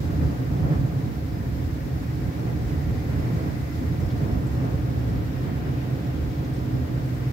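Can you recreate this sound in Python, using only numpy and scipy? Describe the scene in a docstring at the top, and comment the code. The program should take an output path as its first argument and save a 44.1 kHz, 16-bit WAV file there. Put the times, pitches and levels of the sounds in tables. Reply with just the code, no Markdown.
"""Dusk beside a country road, heard from a parked car. From the start, gusts and road rumble boom in
the hollow cabin, tyres hiss, and crickets chirp faintly by rubbing their wings. At about 2 s the
diesel of a nearing lorry drones in, then fades while its tyre tread sings. From 4 s the drone returns
and grows. Near 6 s the long trailer swishes past, and the few dry ticks come more often."""
import sys
import numpy as np
from scipy import signal
from scipy.fft import rfft, irfft
from scipy.io import wavfile
from scipy.ndimage import uniform_filter1d

SR = 44100
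rng = np.random.default_rng(int(sys.argv[2]) if len(sys.argv) > 2 else 0)


def file_out(sig):
    """Save sig as 16-bit WAV at sys.argv[1]."""
    # one column per channel
    cols = np.atleast_2d(sig).T
    # limit, then scale
    lim = np.clip(cols, -1, 1)
    pcm = np.round(lim * 32767).astype(np.int16)
    wavfile.write(sys.argv[1], SR, pcm)


N = 322812
TIME = np.arange(N) / SR
FREQ = np.maximum(np.arange(N // 2 + 1) * SR / N, 1)

# Tone colour of the microphone's hiss, the tyres' roar and their sizzle: f/Hz, relative level/dB
MIC_COLOUR = [(20, 16), (200, 13), (1000, 1.5), (6000, -2), (9000, -10.5), (12000, 3), (16000, 3)]
ROAR_COLOUR = [(300, -6), (700, 1), (1300, -0.5), (1700, 1), (2000, 0.5), (2500, -4.5), (3000, -9.5),
               (4500, -29.5)]
SIZZLE_COLOUR = [(1500, -6), (2800, -5), (3600, 0), (5000, -0.5), (6000, -3.5), (8000, -5), (11000, -5.5),
                 (16000, -13)]
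# Chirps of nearby crickets, timed at the middle wing stroke: t/s, f/Hz, level/dB
CRICKET_CHIRPS = [(.6, 5300, -60.5), (1.36, 5080, -56), (1.59, 5370, -61), (2.05, 5370, -59),
                  (3.2, 5280, -59), (3.47, 5180, -58), (3.73, 5240, -58), (4.02, 5130, -61),
                  (4.063, 5380, -56), (4.32, 5370, -56), (4.578, 5340, -57), (5.13, 5250, -59),
                  (5.39, 5200, -59), (5.68, 5200, -58), (6.073, 5400, -59), (6.33, 5350, -59),
                  (6.567, 5373, -58), (6.77, 5130, -58), (7.01, 5370, -60), (7.21, 5130, -59),
                  (7.27, 5360, -60)]
# Dry ticks: t/s, f/Hz, width/Hz, level/dB, left over right/dB, decay/s
DRY_TICKS = [(1.619, 2700, 1510, -56, 1.5, .014), (2.159, 2200, 1800, -54, 3, .005),
             (4.103, 3500, 2200, -47, 0, .014), (4.466, 7900, 2000, -53, 7, .016),
             (6.441, 3700, 1400, -53, 2, 0.011), (6.444, 5900, 2200, -55, 5, .014),
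             (6.496, 8500, 900, -55, 9, .004), (6.538, 8500, 800, -54.5, 9, .011),
             (6.726, 8500, 900, -58, 9, .004), (6.776, 8500, 900, -58, 9, 0.0039),
             (6.946, 8520, 904, -58, 9, .004), (7.058, 8500, 1100, -49, 11, 0.0041),
             (7.082, 8700, 800, -60, 10, .012), (7.143, 8400, 700, -54.5, 9, .009),
             (7.164, 8400, 900, -51.5, 9.5, .004)]
# Resonances (pitches at which the cabin's air rings) in four groups, from low to high:
# f/Hz, width/Hz, relative level/dB, left over right/dB, phase between the sides/rad
DEEP_RESONANCES = [(58.7, 43, -7.5, -1.5, 0.13), (75.4, 28, -0.5, -2.5, 0.12)]
BOOM_RESONANCES = [(105.8, 30.5, -6.5, -7, -0.31), (126.8, 33.2, -0.5, -0.5, 0.15),
                   (158.1, 36, -5.5, -1.5, -0.31)]
HUM_RESONANCES = [(206.5, 48, -3.5, -6.5, -0.84), (262, 55, 0.5, -2, -0.29), (303.3, 43.4, -1.3, 3, -0.19),
                  (363, 53, -10, -2, -2.1)]
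RUSH_RESONANCES = [(417, 134, -1, -4.5, -0.8), (528, 118, -5.5, 2, 1), (649, 190, -5.5, -4, -2.5),
                   (714, 77, -16.5, -7, -0.2), (830, 300, -10.5, 5, -2), (980, 740, -7.5, -0.5, -3),
                   (1530, 1500, -24.5, 16, -0.5)]
# Wind on the car, compared with its average: t/s, level/dB
WIND_STRENGTH = [(0, 0), (.45, 0.5), (.7, 3), (1.0, -1), (1.3, -3.5), (2.15, -2), (2.45, -2), (2.7, -0.5),
                 (3.4, 2.5), (3.7, -4), (4.25, 1.5), (4.5, 0.5), (4.8, 0.5), (5.25, -1.5), (5.55, 0.56),
                 (6.1, -1), (6.8, 0.1), (7.32, -3.5)]
# The deepest rumble: t/s, level/dB
DEEP_LEVEL = [(0, -30.5), (.6, -30), (1.3, -32), (1.65, -28), (2.35, -34), (2.8, -28), (3.75, -34),
              (4.15, -26.5), (4.7, -32), (5.05, -29), (5.9, -36), (6.25, -30.5), (6.5, -34.5), (6.9, -31.5),
              (7.2, -36)]
# The boom eases as the lorry passes: t/s, level change/dB
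BOOM_FADE = [(4.5, 0), (5.8, -1.4), (7.32, -2.5)]
# Single shoves of wind: t/s, half length/s, then the change in deep/dB, boom/dB, hum/dB, rush/dB
WIND_BUFFETS = [(0.252, 0.034, 8.5, 4.5, 6.5, 3), (0.567, 0.037, 0, 3, -0.5, 0),
                (0.656, 0.02, 6, 6.5, -0.5, 2.5), (0.728, 0.027, 3, 3.5, 2, 4),
                (0.815, 0.046, -1, 5.5, 1, 0), (1.01, 0.047, -8, 5.5, 1, 2),
                (1.58, 0.026, 2.5, 1, 3.5, 3.5), (2.289, 0.01, 6, 5.5, 3.5, -1),
                (2.44, 0.056, -2, 2.5, 1, 5), (2.84, 0.015, 5.5, 4, -3.5, -2),
                (3.346, 0.015, -14, 6.5, 0, -2), (3.83, 0.032, 1, -1, 8, 4.5),
                (3.909, .018, 2, 6.5, -1.5, 0), (4.064, 0.016, 3.5, 3.5, -1.5, 1),
                (4.243, 0.051, -2.5, 0, 3, 2.5), (4.37, 0.026, 10.5, -3.5, 3, 1),
                (4.658, 0.044, -0.5, 2, 2, 2.5), (4.744, .05, 3.5, 0, 0.5, 2.5),
                (5.15, 0.038, 2, 3.5, 0.5, 2.5), (5.484, 0.019, -10, 6, 4, 2.5),
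                (5.69, 0.013, 7, 7.5, 2, 2.5), (6.741, 0.024, 2.5, 2.5, 5.5, 1.5),
                (6.997, 0.015, 5, 1.5, 1.5, 2), (7.283, .018, 5, 3, -1, 0)]
# Brief dips in the rumble between buffets: t/s, half length/s, level change/dB
RUMBLE_LULLS = [(.35, 0.016, -3.5), (1.144, 0.018, -5), (1.789, 0.024, -4.5), (2.325, 0.015, -10),
                (3.41, 0.012, -9), (5.038, 0.017, -4), (5.34, .035, -2), (6.428, .016, 0),
                (6.854, .018, -2), (7.105, .016, -3)]
# Broad swells of tyre noise: t/s, half length/s, roar change/dB, sizzle change/dB
TYRE_SURGES = [(0.034, 0.4, 1.4, 2.5), (3.3, 0.95, 1.7, 2.5), (5.6, 0.35, 2.5, -0.4), (7.3, 0.24, 2, 1)]
# Echoes off the cabin glass: left delay/s, right delay/s, strength as a share of the direct sound
GLASS_ECHOES = [(.0021, 0.0026, 0.088), (.0058, .0049, 0.3), (.0093, .0081, 0.071)]
# The six-cylinder diesel: t/s, firing f/Hz, level/dB
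ENGINE_COURSE = [(0, 125, -54), (1.2, 122.5, -60), (2.1, 125, -37), (2.33, 124.9, -46), (2.48, 125, -33),
                 (3.1, 126.3, -58), (3.6, 125.1, -54), (4.4, 126, -36.5), (5.2, 124.9, -31),
                 (5.6, 125.1, -33), (6.0, 125.6, -30), (6.4, 126, -32), (7.0, 125.9, -30),
                 (7.32, 126.2, -27.5)]
# Tones in the exhaust: multiple of the firing rate, relative level/dB
EXHAUST_TONES = [(.5, -15), (1, 3), (2, -12), (2.5, -17), (3, -25), (4, -28)]
# The band each microphone opening swallows, left then right: f/Hz, width/Hz, level change/dB
MIC_NOTCHES = [(10070, 2800, -9), (9200, 1240, -15.5)]


def from_db(db):
    """Turn decibels into a factor to multiply by."""
    return 10 ** (np.asarray(db) / 20)


def rms_one(x):
    """Scale a signal to an average power of 1."""
    return x / np.sqrt(np.mean(x ** 2) + 1e-20)


def in_time(rows):
    """Join a table's points with straight lines, giving one curve for each column after the time."""
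    times, *columns = np.transpose(rows)
    return [np.interp(TIME, times, column) for column in columns]


def swell(at_s, half_s):
    """A smooth rise and fall, 1 at its top."""
    return np.exp(-.5 * ((TIME - at_s) / half_s) ** 2)


def pan(left_db):
    """Left and right factors that make the left side louder by left_db."""
    return from_db(np.array([[.5], [-.5]]) * left_db)


def white():
    """The spectrum of fresh white noise."""
    return rfft(rng.standard_normal(N))


def resonance(hz, width_hz):
    """A filter curve that is 1 at hz and falls away on both sides."""
    return 1 / (1 + ((FREQ ** 2 - hz ** 2) / (FREQ * width_hz)) ** 2)


def drift(rate_hz):
    """A random wobble of typical size 1, mostly slower than rate_hz."""
    return rms_one(irfft(white() / (1 + (FREQ / rate_hz) ** 4), N))


def hiss_band(hz, width_hz):
    """Noise around one pitch, different in each ear."""
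    return rms_one(irfft(np.array([white(), white()]) * resonance(hz, width_hz), N))


def diffuse(colour):
    """Noise from all around with the given tone colour, different in each ear."""
    hz, db = np.transpose(colour)
    gain = from_db(np.interp(np.log(FREQ), np.log(hz), db))
    return rms_one(irfft(np.array([white(), white()]) * gain, N))


def microphone_hiss(level_db=-53):
    """The microphone's own steady noise."""
    return from_db(level_db) * diffuse(MIC_COLOUR)


def crickets(stroke_s=.0047, gap_s=.0285, outer_db=-2, sag_hz_per_s=11000, rasp_hz=55, chorus_db=-69.5):
    """A chirp is three wing strokes, each falling in pitch; far crickets blur into a chorus."""
    chirps = np.zeros(N)
    rasp = 2 * np.pi * np.cumsum(rasp_hz * drift(246)) / SR
    for at_s, hz, db in CRICKET_CHIRPS:
        for stroke in (-1, 0, 1):
            centre_s = at_s + stroke * gap_s
            near = abs(TIME - centre_s) < gap_s
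            t = TIME[near] - centre_s
            phase = 2 * np.pi * (hz - .5 * sag_hz_per_s * t) * t + rasp[near]
            envelope = from_db(db + outer_db * abs(stroke)) * np.exp(-.5 * (t / stroke_s) ** 2)
            chirps[near] += envelope * np.sin(phase)
    chorus = from_db(chorus_db) * hiss_band(hz=5120, width_hz=650)
    return chirps * pan(11) + chorus * pan(4.9)


def ticks(attack_s=.0019):
    """Tiny soft-edged bursts of noise that die at once."""
    out = np.zeros((2, N))
    for at_s, hz, width_hz, db, left_db, decay_s in DRY_TICKS:
        envelope = np.minimum(TIME / attack_s, 1) * np.exp(-np.minimum(TIME / decay_s, 20))
        start = int(at_s * SR)
        burst = rms_one(irfft(white() * resonance(hz, width_hz), N))
        out[:, start:] += pan(left_db) * (from_db(db) * burst * envelope)[:N - start]
    return out


def wind_whine(level_db=-55, follows_wind=.7, hz_per_db=1.5, waver_hz=8):
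    """A faint, wandering whine whose pitch and loudness rise with the wind."""
    wind_db, = in_time(WIND_STRENGTH)
    bend = 2 * np.pi * np.cumsum(hz_per_db * wind_db + waver_hz * drift(2.5)) / SR
    band = hiss_band(hz=725.4, width_hz=46)[0]
    whine = np.real(signal.hilbert(band) * np.exp(1j * bend))  # slides the whole band up and down
    return from_db(level_db + follows_wind * wind_db) * whine * pan(0)


def cabin(resonances, stray_db, even_s):
    """Swirling air makes the cabin ring; each resonance reaches each side with its own level and phase."""
    ringing, power = 0, 0
    for hz, width_hz, db, left_db, phase in resonances:
        shape = from_db(db) * rms_one(resonance(hz, width_hz))
        sides = pan(left_db) * np.exp(.5j * phase * np.array([[1], [-1]]))
        ringing = ringing + white() * shape * sides
        power = power + shape ** 2
    scattered = from_db(stray_db) * np.sqrt(power) * np.array([white(), white()])
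    sound = irfft(ringing + scattered, N)
    # Even out the loudness, so that the slow swells are left to the gusts.
    local_power = uniform_filter1d(np.mean(sound ** 2, axis=0), int(even_s * SR))
    return sound / np.sqrt(local_power + 1e-12)


def rumble(eddy_db=.73, eddy_hz=6, churn_db=1.53, hum_lull_share=.24):
    """Wind, buffets and small swirls swell the cabin's ringing over a deep, churning rumble."""
    wind_db, = in_time(WIND_STRENGTH)
    base_db, = in_time(DEEP_LEVEL)
    fade_db, = in_time(BOOM_FADE)
    wind_db = wind_db + eddy_db * drift(eddy_hz)
    buffets = sum(np.outer(dbs, swell(at_s, half_s)) for at_s, half_s, *dbs in WIND_BUFFETS)
    deep_db, boom_db, hum_db, rush_db = buffets
    deep_gain = from_db(base_db + deep_db + churn_db * drift(eddy_hz))
    deep = deep_gain * cabin(DEEP_RESONANCES, stray_db=-12, even_s=.22)
    # Each level is: dB in average wind + a share of the wind's change + the buffets.
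    boom_gain = from_db(-28 + .78 * wind_db + boom_db + fade_db)
    boom = boom_gain * cabin(BOOM_RESONANCES, stray_db=-11, even_s=.15)
    hum = from_db(-33.5 + .6 * wind_db + hum_db) * cabin(HUM_RESONANCES, stray_db=-8.5, even_s=.16)
    rush = from_db(-40 + .94 * wind_db + rush_db) * cabin(RUSH_RESONANCES, stray_db=-3.5, even_s=.12)
    # The strongest gusts also hiss at the window.
    hiss = from_db(-61.5 + 2.2 * (wind_db + rush_db)) * hiss_band(hz=1360, width_hz=1060)
    lull_db = sum(db * swell(at_s, half_s) for at_s, half_s, db in RUMBLE_LULLS)
    return (deep + boom) * from_db(lull_db) + hum * from_db(hum_lull_share * lull_db) + rush + hiss


def glass_echoes(sound):
    """Quick bounces off the cabin glass strengthen some pitches and weaken others."""
    echoes = sum(share * np.exp(-2j * np.pi * np.outer(delays_s, FREQ))
                 for *delays_s, share in GLASS_ECHOES)
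    return irfft(rfft(sound) * (1 + echoes), N)


def tyres_and_trailer(roar_db=-48.5, whir_db=-54, swish_db=-57.5, sizzle_db=-53.5, flutter_db=.61):
    """The tread roars and sizzles, and whirs as it nears; then the trailer's side swishes past."""
    surges = sum(np.outer(dbs, swell(at_s, half_s)) for at_s, half_s, *dbs in TYRE_SURGES)
    roar_surge_db, sizzle_surge_db = surges
    roar = from_db(roar_db + roar_surge_db + flutter_db * drift(20)) * diffuse(ROAR_COLOUR)
    whir = from_db(whir_db) * swell(at_s=3.38, half_s=.62) * hiss_band(hz=2040, width_hz=350)
    swish = from_db(swish_db) * swell(at_s=6, half_s=1) * hiss_band(hz=3150, width_hz=2400)
    sizzle = from_db(sizzle_db + sizzle_surge_db + flutter_db * drift(18)) * diffuse(SIZZLE_COLOUR)
    return (roar + whir + swish) * pan(1) + sizzle * pan(1.6)


def diesel(waver_hz=.71, flutter_db=1):
    """The firing cylinders make the exhaust drone, which wavers in the moving air."""
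    firing_hz, level_db = in_time(ENGINE_COURSE)
    phase = 2 * np.pi * np.cumsum(firing_hz + waver_hz * drift(4.9)) / SR
    drone = sum(from_db(db) * np.sin(multiple * phase + rng.uniform(0, 2 * np.pi))
                for multiple, db in EXHAUST_TONES)
    flutter = from_db(flutter_db * drift(2.4))
    return rms_one(drone * flutter) * from_db(level_db) * pan(-1.3)


def scene():
    """Wind, lorry, crickets and ticks over the hiss of the microphone."""
    wind = rumble() + wind_whine()
    lorry = diesel() + glass_echoes(tyres_and_trailer())
    return wind + lorry + crickets() + ticks() + microphone_hiss()


def record(dry):
    """Each microphone opening swallows a band of treble; the lowest bass and the very top are cut."""
    low_cut_hz, high_cut_hz, fade_s = 40, 15750, .004
    notch = from_db([db / (1 + (2 * (FREQ - hz) / width_hz) ** 2) for hz, width_hz, db in MIC_NOTCHES])
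    high_pass = 1 / np.sqrt(1 + (low_cut_hz / FREQ) ** 8)
    low_pass = 1 / np.sqrt(1 + (FREQ / high_cut_hz) ** 300)
    fade = np.minimum(np.minimum(TIME, TIME[::-1]) / fade_s, 1)
    return irfft(rfft(dry * fade) * notch * high_pass * low_pass, N)


dry = scene()
out = record(dry)
file_out(out)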